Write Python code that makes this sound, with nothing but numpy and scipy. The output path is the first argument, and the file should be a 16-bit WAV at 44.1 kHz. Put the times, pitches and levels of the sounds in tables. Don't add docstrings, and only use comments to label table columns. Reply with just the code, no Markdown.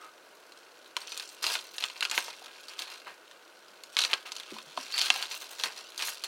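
import sys
import numpy as np
from scipy import signal
from scipy.io import wavfile
from scipy.ndimage import uniform_filter1d

SR = 44100
rng = np.random.default_rng(int(sys.argv[2]) if len(sys.argv) > 2 else 0)


def dump_mix(stems):
    frames = np.atleast_2d(stems).T
    limited = np.clip(frames, -1, 1)
    pcm = np.round(limited * 32767).astype(np.int16)
    wavfile.write(sys.argv[1], SR, pcm)


N = 276844
TIME = np.arange(N) / SR
BAND_LIMIT_HZ = 16150

# start_s, length_s, crinkle_db, rubbing_db
TUGS = [(0.0, 0.046, -58, -55), (0.838, 0.016, -56.5, -61), (0.975, 0.053, -50.5, -52),
        (1.06, 0.17, -45.5, -59), (1.42, 0.13, -33.5, -41), (1.638, 0.016, -52, -55),
        (1.734, 0.025, -47.5, -60), (1.797, 0.053, -40.5, -55), (1.946, 0.023, -46.5, -59),
        (2.018, 0.018, -37, -51), (2.107, 0.045, -35, -51), (2.168, 0.0088, -34, -35.5),
        (2.219, 0.085, -45.5, -50.5), (2.432, 0.012, -48.5, -51), (2.686, 0.028, -47, -58),
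        (2.78, 0.042, -43, -48.5), (2.869, 0.06, -47, -51), (3.059, 0.026, -55, -43),
        (3.923, 0.012, -48, -60), (3.964, 0.1, -39, -48), (4.086, 0.048, -42, -42),
        (4.248, 0.015, -44.5, -44), (4.336, 0.06, -49.5, -64), (4.49, 0.075, -49.5, -59),
        (4.777, 0.054, -47, -51), (4.931, 0.034, -38.5, -54), (4.999, 0.067, -33, -53),
        (5.083, 0.15, -39.5, -44.5), (5.3, 0.035, -38, -48), (5.406, 0.01, -43, -46),
        (5.501, 0.009, -44, -48), (5.58, 0.034, -42, -46.5), (5.63, 0.024, -36.5, -35),
        (5.758, 0.033, -45, -52), (5.983, 0.11, -36.5, -48.5), (6.23, 0.01, -43.5, -44.5)]
# centre_hz, width_hz, height_db
STACK_MODES = [(895, 260, 3), (1623, 12.6, 7.5), (2700, 680, 7), (4110, 530, 7.5), (4440, 330, 6.5),
               (7800, 790, -2.5)]


def amp(db):
    return 10 ** (np.asarray(db) / 20)


def unit_rms(x):
    return x / np.sqrt(np.mean(x ** 2) + 1e-20)


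def curve_at(points, hz):
    points_hz, values = np.transpose(points)
    return np.interp(np.log(hz + 1), np.log(points_hz + 1), values)


def add(mix, start_s, sound):
    part = mix[max(round(start_s * SR), 0):][:len(sound)]
    part += sound[:len(part)]


def response(colour, peaks=(), size=4096):
    hz = abs(np.fft.fftfreq(size, 1 / SR))
    peaks_db = sum(height / (1 + (2 * (hz - centre) / width) ** 2) for centre, width, height in peaks)
    log_gain = np.log(amp(curve_at(colour, hz) + peaks_db))
    minimum_phase = np.exp(np.conj(signal.hilbert(log_gain)))
    return np.fft.ifft(minimum_phase).real[:size // 2]


def through(x, taps):
    return signal.oaconvolve(x, taps)[:len(x)]


def resonate(x, hz, q):
    w = 2 * np.pi * min(hz, SR / 3) / SR
    a = np.sin(w) / (2 * q)
    return signal.lfilter([a, 0, -a], [1 + a, -2 * np.cos(w), 1 - a], x)


def whir(level_db=-57.5):
    # frequency_hz, gain_db
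    colour = [(30, -45), (90, -24), (170, -18), (260, -9), (350, 0.5), (560, 0.5), (800, -4.5),
              (1200, -4.5), (1500, -1), (1900, -18), (3000, -12.5), (5000, -14.5), (9000, -20),
              (16000, -26.5)]
    # centre_hz, width_hz, height_db
    peaks = [(630, 30, 4), (1480, 90, 5), (3030, 60, 2), (3850, 300, 2)]
    return amp(level_db) * unit_rms(through(rng.standard_normal(N), response(colour, peaks)))


def room(x, gap_s=.006):
    # frequency_hz, t60_s
    decay = [(200, 0.62), (1500, 0.21), (5000, 0.16), (15000, 0.32)]
    t = np.arange(SR // 2) / SR
    taps = rng.standard_normal(len(t)) * (rng.random(len(t)) < .08) * (t > gap_s)
    hz, frame_s, spectrum = signal.stft(taps, SR, nperseg=256)
    fade = amp(-60 * frame_s / curve_at(decay, hz)[:, None])
    tail = signal.istft(spectrum * fade, SR, nperseg=256)[1]
    return through(x, tail / np.linalg.norm(tail))


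def desk(x):
    # delay_s, gain
    echoes = [(0.0019, 0.1), (0.00348, -0.13), (0.0055, 0.1)]
    return x + sum(gain * np.interp(TIME - delay_s, TIME, x, left=0) for delay_s, gain in echoes)


def effort(tug_db, fall_db_per_s, grip_db, rise_s=0.0096):
    power = amp(grip_db) ** 2
    for (start_s, length_s, *_), db in zip(TUGS, tug_db):
        rise = np.clip((TIME - start_s) / rise_s, 0, 1)
        released_s = np.clip(TIME - start_s - length_s, 0, 1)
        power = power + (rise * amp(db - fall_db_per_s * released_s)) ** 2
    return 10 * np.log10(power)


def rubbing(trim_db=-2.0, catches_per_s=260, catch_db=17):
    # frequency_hz, gain_db
    colour = [(40, -26), (100, -22.5), (200, -17), (350, -6), (800, 0.5), (1300, 0.5), (2000, 0),
              (4000, -15), (16000, -28)]
    rub_db = effort([db for _, _, _, db in TUGS], fall_db_per_s=236, grip_db=-60.5)
    slide = rng.standard_normal(N)
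    catches = rng.random(N) < catches_per_s / SR
    rustle = through(slide * (1 + amp(catch_db) * catches), response(colour, STACK_MODES))
    return unit_rms(rustle) * amp(rub_db + trim_db)


def drags(slips_per_s=700, q=9, trim_db=-1):
    # start_s, end_s, level_db, pitch_hz
    strokes = [(-.06, 0.14, -52, 1236), (3.988, 4.064, -34, 3900), (4.917, 5.055, -30.5, 4500)]
    out = np.zeros(N)
    for start_s, end_s, db, hz in strokes:
        slips = rng.standard_normal(N) * (rng.random(N) < slips_per_s / SR)
        swell = np.sin(np.pi * np.clip((TIME - start_s) / (end_s - start_s), 0, 1))
        rasp = resonate(resonate(slips, hz, q), hz, q)
        out += amp(db + trim_db) * swell * unit_rms(rasp)
    return out


def knocks(rattle_gain=0.67, rise_s=0.000087, q=1.26):
    # start_s, level_db, pitch_hz, t60_s
    contacts = [(0.9676, -29, 980, 0.039), (2.0243, -28, 1450, 0.054), (2.282, -27, 930, 0.018),
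                (2.419, -41, 774, 0.037), (3.076, -39.5, 1210, 0.035), (3.707, -59, 204, 0.042),
                (4.134, -37.5, 390, 0.029), (4.521, -32, 363, 0.024), (4.523, -44, 224, 0.18),
                (4.565, -36, 1020, 0.025), (4.585, -30.5, 990, 0.017), (4.667, -55, 160, 0.11),
                (4.775, -19.5, 706, 0.015), (4.7757, -21.5, 1024, 0.016), (4.779, -47, 271, 0.2),
                (5.1039, -17, 1030, 0.016), (5.156, -32.5, 787, 0.065)]
    out, t = np.zeros(N), np.arange(SR // 4) / SR
    for start_s, db, hz, t60_s in contacts:
        rattle = unit_rms(resonate(rng.standard_normal(len(t)), hz, q=1.0))
        body = np.sin(2 * np.pi * hz * t) + rattle_gain * rattle
        envelope = amp(db - 60 * t / t60_s) * (1 - np.exp(-t / rise_s))
        add(out, start_s, resonate(body * envelope, hz, q))
    return out


def pull():
    # time_s, crinkle_db
    grip = [(0.0, -67), (0.93, -60.5), (1.05, -54.5), (2.25, -53), (2.95, -52.5), (3.22, -63), (3.8, -60.5),
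            (4.3, -52.5), (4.7, -53), (4.95, -44), (5.5, -52), (6.28, -52)]
    grip_db = np.interp(TIME, *np.transpose(grip))
    return effort([db for _, _, db, _ in TUGS], fall_db_per_s=245, grip_db=grip_db)


def snap(hz, ring_db, crack_taps, ring_taps, q=2.9, size=2048,
         jerk_s=0.00037, rise_s=0.00051, fast_t60_s=0.025, slow_t60_s=0.098):
    t = np.arange(size) / SR
    jerks = (t == 0) + 0.37 * rng.standard_normal(size) * np.exp(-t / jerk_s)
    push = through(jerks, crack_taps)
    crack = resonate(push, hz, q) + 0.24 * resonate(push, hz * 1.66, q)
    crack = crack / abs(signal.hilbert(crack)).max()
    rise = 1 - np.exp(-(t / rise_s) ** 2)
    fade = amp(-60 * t / fast_t60_s) + amp(-16 - 60 * t / slow_t60_s)
    scatter = resonate(through(rng.standard_normal(size) * rise * fade, ring_taps), hz, q=0.89)
    modes_hz = [hz * 2 ** (0.55 * (step + rng.uniform(-0.478, 0.452))) for step in (-2, -1, 0.21, 0.86)]
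    ring = scatter + 2.42 * sum(resonate(scatter, mode_hz, q=30) for mode_hz in modes_hz)
    ring *= np.linalg.norm(crack) / np.linalg.norm(ring)
    return rng.choice([-1, 1]) * crack + amp(ring_db) * ring


def crinkle(crack_taps, ring_taps, base_per_s=1000, spread_db=5, cap_db=17,
            pitch_hz=3800, trim_db=0.5, facets=40):
    pull_db = pull()
    per_s = base_per_s * amp(.7 * (pull_db + 43))
    sizes = amp(np.minimum(spread_db * rng.exponential(1, N), cap_db))
    clicks = sizes * (rng.random(N) < per_s / SR)
    power = uniform_filter1d(uniform_filter1d(clicks ** 2, size=900), size=900)
    clicks = clicks / np.sqrt(abs(power) + per_s / SR) * amp(pull_db + trim_db)
    busy_facet = rng.integers(0, facets, N)[np.arange(N) // (SR // 20)]
    click_facet = np.where(rng.random(N) < .5, busy_facet, rng.integers(0, facets, N))
    out = np.zeros(N)
    for facet, place in enumerate(np.linspace(-1, 1, facets)):
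        hz = pitch_hz * 2 ** (0.38 * (place + place ** 3))
        grain = snap(hz, 0, crack_taps, ring_taps, q=3.0)
        out += through(clicks * (click_facet == facet), grain / np.linalg.norm(grain))
    return out


def ticks(crack_taps, ring_taps, per_s=32, above_db=13, spread_db=4.0, cap_db=-20,
          pitch_hz=4000, spread_octaves=0.4, ring_db=-6, top_hz=9000, count=400):
    pull_db = pull()
    out = np.zeros(N)
    starts_s = np.cumsum(rng.exponential(1 / per_s, count))
    for start_s, (strength, detune) in zip(starts_s[starts_s < TIME[-1]], rng.standard_normal((count, 2))):
        db = min(pull_db[int(start_s * SR)] + above_db + spread_db * strength, cap_db)
        hz = pitch_hz * 2 ** (spread_octaves * detune)
        add(out, start_s, amp(db) * snap(hz, ring_db, crack_taps, ring_taps))
    return signal.lfilter(*signal.butter(2, top_hz, fs=SR), out)


def creases(crack_taps, ring_taps, dullest_hz=7000):
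    # start_s, level_db, pitch_hz
    buckles = [(0.5214, -37.5, 3430), (0.574, -44, 3500), (0.967, -12, 3310), (1.0165, -31.5, 3840),
               (1.1201, -23.5, 3900), (1.176, -16.5, 7000), (1.198, -20, 3680), (1.291, -30, 5600),
               (1.4325, -41, 3340), (1.442, -10.5, 2660), (1.4668, -14, 4400), (1.502, -20, 3600),
               (1.54, -24, 3140), (1.554, -13, 2330), (1.7826, -18, 3600), (1.8248, -22, 2950),
               (1.8396, -9.5, 2690), (1.9, -29, 2820), (2.0082, -13.5, 3230), (2.0272, -10, 2890),
               (2.052, -11.5, 2570), (2.0984, -20, 4260), (2.1133, -11, 4400), (2.156, -31, 3640),
               (2.1783, -8.5, 2080), (2.684, -30, 3670), (2.7921, -18, 3930), (2.821, -21, 3850),
               (3.312, -41, 3300), (3.8364, -29.5, 4500), (3.9682, -6.5, 3000), (3.98, -23, 3600),
               (3.989, -7.5, 4180), (3.992, -9.5, 3840), (4.0058, -14.5, 4200), (4.0156, -14, 4120),
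               (4.018, -14.5, 3630), (4.0237, -21, 3900), (4.0382, -10.5, 3550), (4.0499, -9, 3770),
               (4.1326, -5, 2630), (4.1374, -7.5, 2700), (4.32, -19, 4190), (4.3648, -24, 4320),
               (4.3993, -27, 3330), (4.5856, -25, 2540), (4.7749, -22, 3260), (4.923, -25.5, 4200),
               (4.9797, -12.5, 4300), (4.9877, -10, 3630), (4.9937, -9, 4200), (5.0149, -6, 4270),
               (5.0595, -17.5, 3750), (5.103, -1, 2700), (5.141, -21, 3840), (5.161, -15, 3260),
               (5.226, -15, 3660), (5.5987, -21, 3400), (5.6372, -8, 3400), (5.9782, -23, 5000),
               (6.024, -14.5, 3500), (6.2387, -18, 4100), (6.2445, -19, 3600)]
    out = np.zeros(N)
    for start_s, db, hz in buckles:
        ring_db = -6 - 0.28 * db
        top_hz = min(dullest_hz * amp(-0.31 * db), BAND_LIMIT_HZ)
        sound = signal.lfilter(*signal.butter(2, top_hz, fs=SR), snap(hz, ring_db, crack_taps, ring_taps))
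        add(out, start_s - .0002, amp(db) * sound)
    return out


def loosened(film, free_s=5.96, above_hz=7500, sizzle_gain=0.39):
    treble = signal.filtfilt(*signal.butter(2, above_hz, "high", fs=SR), film)
    return film + sizzle_gain * treble * (TIME > free_s)


def scene(room_db=-15, film_above_hz=290, handling_above_hz=125):
    # frequency_hz, gain_db
    crack_colour = [(100, -31), (400, 0), (1000, 0), (2000, -1.5), (2800, 1.5), (4300, 1), (6000, -6),
                    (8500, -11.5), (11000, -6), (16000, -1)]
    # frequency_hz, gain_db
    ring_colour = [(100, -38), (250, 9.5), (600, -0.5), (1200, 6), (2000, -7.5), (3000, -7.5), (4400, -9.5),
                   (6000, -4.5), (9000, -1.5), (12000, -8.5), (16000, -25.5)]
    taps = response(crack_colour), response(ring_colour, STACK_MODES)
    film = loosened(creases(*taps) + ticks(*taps) + crinkle(*taps))
    film = signal.lfilter(*signal.butter(2, film_above_hz, "high", fs=SR), film)
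    handling = rubbing() + drags() + knocks()
    handling = signal.lfilter(*signal.butter(2, handling_above_hz, "high", fs=SR), handling)
    near = desk(film + handling)
    return (near + amp(room_db) * room(near) + whir())[None]


def record(dry):
    taps = signal.firwin(511, BAND_LIMIT_HZ, window=("kaiser", 9), fs=SR)
    return signal.oaconvolve(dry, taps[None], "same")


dry = scene()
out = record(dry)
dump_mix(out)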